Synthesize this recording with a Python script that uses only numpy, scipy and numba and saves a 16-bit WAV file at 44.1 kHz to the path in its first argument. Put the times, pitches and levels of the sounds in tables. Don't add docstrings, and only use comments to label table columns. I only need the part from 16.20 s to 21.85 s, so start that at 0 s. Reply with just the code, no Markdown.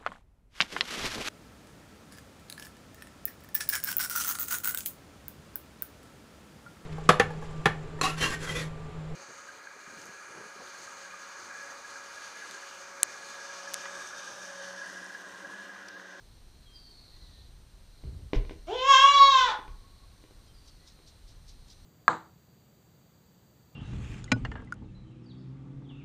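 import sys
import numpy as np
from scipy import signal
from scipy.fft import rfft, irfft
from scipy.io import wavfile
from scipy.ndimage import uniform_filter1d
from numba import njit

SR = 44100
rng = np.random.default_rng(int(sys.argv[2]) if len(sys.argv) > 2 else 0)


def transcribe(signal):
    frames = np.atleast_2d(signal).T
    limited = np.clip(frames, -1, 1)
    pcm = np.round(limited * 32767).astype(np.int16)
    wavfile.write(sys.argv[1], SR, pcm)


N = 249165
T = np.arange(N) / SR


def undb(db):
    return 10 ** (np.asarray(db) / 20)


def columns(table):
    s, *rest = np.transpose(table)
    return [np.interp(T, s, c) for c in rest] + [(T > s[0]) & (T < s[-1])]


def unit(x):
    return x / np.sqrt(np.mean(x ** 2))


def band(lo_hz, hi_hz):
    sos = signal.butter(2, [lo_hz, hi_hz], "bandpass", fs=SR, output="sos")
    return unit(signal.sosfilt(sos, rng.standard_normal(N)))


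def walk(rate_hz):
    k = int(SR / rate_hz)
    steps = np.repeat(rng.standard_normal(N // k + 1), k)
    return unit(uniform_filter1d(uniform_filter1d(steps, k), k)[:N])


def since(start_s, length_s, attack_s=0.014, release_s=.04):
    gate = np.clip(np.minimum((T - start_s) / attack_s, (start_s + length_s - T) / release_s), 0, 1)
    return np.clip((T - start_s) / length_s, 0, 1), gate


def tone(hz):
    return np.sin(2 * np.pi * np.cumsum(hz) / SR)


def peak(hz, centre_hz, width_hz):
    return 1 / (1 + (2 * (hz - centre_hz) / width_hz) ** 2) ** 2


def ring(modes):
    t = T[:SR // 2]
    return sum(undb(db) * np.sin(2 * np.pi * hz * t) * 1000. ** (-t / t60) for hz, db, t60 in modes)


def goat():
    # time_s, pitch_hz
    pitch_track = [(2.47, 315), (2.48, 315.3), (2.55, 507.4), (2.606, 509.7), (2.69, 556), (2.72, 545.7),
                   (2.75, 516.5), (2.782, 537.4), (2.882, 569.8), (2.94, 565.5), (3.03, 550.2),
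                   (3.075, 553.3), (3.2, 507.6), (3.255, 488), (3.32, 418), (3.345, 405)]
    # time_s, level_db
    octave_track = [(2.47, -55), (2.486, -34), (2.534, -40), (2.596, -41), (2.654, -25.5), (2.708, -11),
                    (2.75, -18.5), (2.812, -17.5), (2.844, -11), (2.894, -21), (2.98, -11.5), (3.04, -18),
                    (3.17, -18.5), (3.212, -29.5), (3.3, -30.5), (3.345, -35)]
    # time_s, low_resonance_db, upper_resonance_hz, upper_resonance_db, treble_db
    mouth_track = [(2.47, -62, 3100, -62, -68), (2.53, -51.5, 3200, -48, -60),
                   (2.596, -53.5, 3040, -30.5, -55), (2.654, -38, 3200, -37, -45),
                   (2.715, -29, 3250, -24, -31.5), (2.812, -28, 3270, -23, -35.5),
                   (2.88, -41.5, 3343, -27, -35.5), (2.994, -37, 3760, -24, -37),
                   (3.064, -45, 3800, -24, -39), (3.19, -28.5, 3400, -26.5, -39),
                   (3.27, -28, 3536, -39, -50), (3.345, -53, 3600, -55, -65)]
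    # centre_hz, width_hz, level_db (re treble)
    high_middle = [(2302, 150, 7.5), (2080, 340, -0.5), (2689, 350, 2)]
    # centre_hz, width_hz, level_db (re treble)
    mouth_top = [(5500, 1500, -3), (6600, 1200, -8), (7500, 800, -17), (9500, 2500, -41),
                 (11800, 1800, -31.5)]
    taut_hz, slack_hz = 545, 425
    clear_rough, open_s, onset_share = .03, 2.66, .45
    jitter, hoarse_jitter = .0004, .03
    first_db, first_attack_s, first_sag_db_per_s = -34.5, .04, 9.5
    patchy_db = 2.5
    half_line_db = -22
    haze_db = -34
    upper_width_hz, release_s = 1220, .025

    hz, on = columns(pitch_track)
    hz = uniform_filter1d(hz, size=800)[on]
    t, octave_db = T[on], columns(octave_track)[0][on]
    low_db, upper_hz, upper_db, treble_db = (c[on] for c in columns(mouth_track)[:-1])

    slack = np.clip((taut_hz - hz) / (taut_hz - slack_hz), 0, 1)
    rough = np.minimum(clear_rough + slack ** 1.4 * np.where(t < open_s, onset_share, 1), 1)
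    sag_db = first_sag_db_per_s * (t - t[0]) + 12 * (t > open_s) * slack ** 1.3
    first = undb(first_db - sag_db) * np.minimum((t - t[0]) / first_attack_s, 1)
    wobble = jitter * walk(60)[on] + hoarse_jitter * rough * walk(300)[on]
    phase = 2 * np.pi * np.cumsum(hz * (1 + wobble)) / SR

    breath = undb(upper_db) * band(3200, 4400)[on] + undb(treble_db) * band(4800, 7200)[on]
    breath += .6 * rough * undb(octave_db) * band(900, 1300)[on]
    voice = 0.86 * rough * breath * (1 + np.cos(phase))
    voice += undb(octave_db + haze_db) * band(1250, 2100)[on]
    voice += first * undb(.6 * patchy_db * walk(9)[on]) * np.sin(phase)
    voice += undb(octave_db) * np.sin(2 * phase)
    for k in np.arange(5, 56) / 2:
        f = k * hz
        gain = undb(upper_db) * peak(f, upper_hz, upper_width_hz)
        gain = gain + undb(low_db) * peak(f, centre_hz=1470, width_hz=800)
        treble = sum(undb(db) * peak(f, centre, width) for centre, width, db in high_middle + mouth_top)
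        gain = gain + undb(treble_db) * treble
        line_db = half_line_db * (k % 1 > 0) + patchy_db * walk(14)[on]
        voice += gain * undb(line_db) * np.sin(k * phase + k * k)
    out = np.zeros(N)
    out[on] = voice * np.minimum((t[-1] - t) / release_s, 1)
    return out


@njit
def walls(x, lags, gain, damp):
    line, soft, out = np.zeros((8, 4096)), np.zeros(8), np.zeros(len(x))
    for i in range(len(x)):
        total = 0.
        for k in range(8):
            soft[k] += (1 - damp) * (gain[k] * line[k, (i - lags[k]) & 4095] - soft[k])
            total += soft[k]
            out[i] += soft[k] * (1 - 2 * (k % 2))
        for k in range(8):
            line[k, i & 4095] = x[i] + soft[k] - total / 4
    return out


def knocks():
    # start_s, click_db, tub_ring_db, floor_boom_db (drive levels)
    blows = [(1.838, -59, -52.5, -40), (2.133, -29.5, -28.5, -10.5), (2.150, -58, -36.5, -50),
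             (2.25, -49, -52.5, -50), (2.295, -42, -49, -38), (2.31, -62, -43, -50),
             (2.62, -45.5, -71, -62), (3.39, -70, -51, -45), (3.452, -70, -65, -32), (3.479, -50, -57, -38),
             (4.039, -56, -56, -50), (4.109, -69, -57.5, -53), (4.79, -60, -62.5, -56)]
    # pitch_hz, level_db, t60_s
    tub_modes = [(317.2, 2, 0.12), (401, 2, 0.2), (483, 2, 0.07), (599.7, 1, .025), (786, -8.5, 0.02),
                 (1540, -7, 0.02), (2050, -4, 0.013), (2950, -8, 0.015)]
    # pitch_hz, level_db, t60_s
    floor_modes = [(34, 0, .2), (62, -14, .2), (115, -11, .15)]
    boom_lag_s, boom_rise_s = .028, 0.0091
    shudder_db, shudder_decay_s = -27.5, .2
    drag_s, drag_length_s, drag_db, drag_fade_db = 1.83, 0.27, -35, 11.5

    crack, tub_hit, floor_hit = np.zeros((3, N))
    for s, click_db, ring_db, boom_db in blows:
        crack[int(s * SR)], tub_hit[int(s * SR)] = undb(click_db), undb(ring_db)
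        floor_hit[int((s + boom_lag_s) * SR)] = undb(boom_db)

    t = T[:SR // 10]
    blow = band(900, 3300)[:len(t)] * np.exp(-t / 0.0036)
    scuff = 0.2 * band(1500, 6500)[:len(t)] * t / 0.015 * np.exp(-(t / .03) ** 2)
    near = signal.fftconvolve(crack, blow + scuff)[:N] + signal.fftconvolve(tub_hit, ring(tub_modes))[:N]
    near = uniform_filter1d(near, size=5)

    shake = signal.fftconvolve(floor_hit, np.exp(-T[:SR] / shudder_decay_s))[:N]
    shudder = undb(shudder_db) * shake * band(18, 60)
    gone, gate = since(drag_s, drag_length_s)
    drag = gate * undb(drag_db - drag_fade_db * gone) * unit(band(26, 87) + 0.046 * band(358, 397))
    floor_ring = ring(floor_modes) * (1 - np.exp(-T[:SR // 2] / boom_rise_s))
    boom = signal.fftconvolve(floor_hit, floor_ring)[:N]
    return near, shudder + drag + boom


def peeps():
    # start_s, length_s, pitch_hz, level_db
    peep_calls = [(.45, .33, 3190, -54.5), (4.27, 0.13, 3105, -67)]
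    attack_s, drop_share, fade_db = 0.0314, .05, 20
    out = np.zeros(N)
    for s, length, hz, db in peep_calls:
        gone, gate = since(s, length, attack_s)
        gain = gate * undb(db - fade_db * gone + 3.0 * walk(60.1))
        out += gain * tone(hz * (1 + drop_share * np.exp(-gone * length / attack_s)))
    return out


def arches():
    # start_s, length_s, top_hz, level_db
    arch_calls = [(.9, .37, 2000, -70), (4.57, .24, 1995, -75)]
    top_share, depth_share, edge_db = .35, .09, 9
    out = np.zeros(N)
    for s, length, hz, db in arch_calls:
        gone, gate = since(s, length)
        rise, fall = 1 - gone / top_share, 2.1 * (gone - top_share) / (1 - top_share)
        off = np.minimum(np.where(gone < top_share, rise, fall), 1) ** 2
        gain = gate * undb(db - edge_db * np.abs(2 * gone - 1) ** 3 + 2.9 * walk(60))
        out += gain * tone(hz * (1 - depth_share * off))
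    return out


def screams():
    # start_s, length_s, level_db (of the main tone, before fading)
    scream_calls = [(0.529, 0.827, -58.5), (4.33, .95, -71)]
    from_hz, to_hz, fall_s, fade_db = 4800, 3750, .5, 10
    flick_hz, flick_s = 550, 0.01204
    out = np.zeros(N)
    for s, length, db in scream_calls:
        gone, gate = since(s, length, release_s=0.13)
        hz = to_hz + (from_hz - to_hz) * np.exp(-gone * length / fall_s)
        hz = hz + flick_hz * np.exp(-gone * length / flick_s)
        gain = gate * undb(db - fade_db * gone ** 0.62)
        spread_hz = 79.5 + 380 * gone
        out += gain * tone(hz + 40 * walk(200))
        for _ in range(8):
            out += gain * undb(-3.0) * tone(hz + spread_hz * walk(1500))
    return out


def chirps():
    # start_s, level_db (of the noise before shaping)
    chirp_calls = [(4.25, -71), (4.459, -60.5), (4.66, -59.5), (4.864, -60.5), (5.075, -62.5),
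                   (5.274, -58.5), (5.484, -57)]
    centre_hz = 4800
    out = np.zeros(N)
    for s, db in chirp_calls:
        t = np.maximum(T - s, 0)
        swell = np.exp(-((T - s - .018) / .021) ** 2)
        shape = (swell + .6 * (t > .016) * np.exp(-t / .055)) * undb(3 * walk(200))
        noise = band(0.74 * centre_hz, 1.27 * centre_hz) + 0.07 * band(7000, 13000)
        out += undb(db) * shape * noise
    return out


def air():
    # frequency_hz, relative_level_db
    hiss_colour = np.array([(71, -28.5), (120, -1), (169, -4.5), (515, -13.5), (1110, -17), (2550, -21.5),
                            (4140, -19), (7920, -27.5), (8580, -26.5), (15100, -33)])
    # pitch_hz, level_db (before a 3.5 dB lift)
    thin_tones = [(8631, -78.5), (8100, -87)]
    # centre_hz, width_hz, level_db
    insect_bands = [(4146, 496, -71.5), (5930, 520, -78)]
    hiss_db, rumble_db, rumble_swing_db = -62.5, -54, 1.5
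    hz = np.fft.rfftfreq(N, 1 / SR)
    colour = undb(np.interp(np.log(hz + 1), np.log(hiss_colour[:, 0]), hiss_colour[:, 1]))
    hiss = unit(irfft(rfft(rng.standard_normal(N)) * colour, N)) * undb(hiss_db + 0.32 * walk(3.3))
    tones = sum(undb(db + 3.5 + 0.53 * walk(20)) * np.sin(2 * np.pi * f * T) for f, db in thin_tones)
    rumble = unit(band(18, 50) + 0.45 * band(52, 110)) * undb(rumble_db + rumble_swing_db * walk(4))
    chorus = sum(undb(db + 2.2 * walk(5.1)) * band(f - w / 2, f + w / 2) for f, w, db in insect_bands)
    return hiss + chorus + tones + rumble


def scene():
    wall_ms = [11.3, 14.9, 18.1, 22.7, 26.3, 31.9, 37.1, 43.7]
    pen_t60_s, pen_damp, pen_db, knock_pen_db = 0.39, 0.42, -6.5, -7
    yard_t60_s, yard_db = 2.8, -101
    voice, (near, floor_sound) = goat(), knocks()
    lags = (np.array(wall_ms) * SR / 1000).astype(np.int64)
    pen_input = voice + undb(knock_pen_db) * near + 1e-18
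    pen = walls(pen_input, lags, undb(-60 * lags / SR / pen_t60_s), pen_damp)
    tail = band(1070, 1140)[:2 * SR] * 1000. ** (-T[:2 * SR] / yard_t60_s)
    yard = undb(yard_db) * signal.fftconvolve(voice, tail)[:N]
    inside = voice + near + undb(pen_db) * pen + floor_sound
    birds = peeps() + arches() + screams() + chirps()
    return (inside + yard + birds + air())[None]


def record(dry):
    return signal.sosfilt(signal.ellip(12, .2, 60, 15280, fs=SR, output="sos"), dry)


dry = scene()
out = record(dry)
transcribe(out)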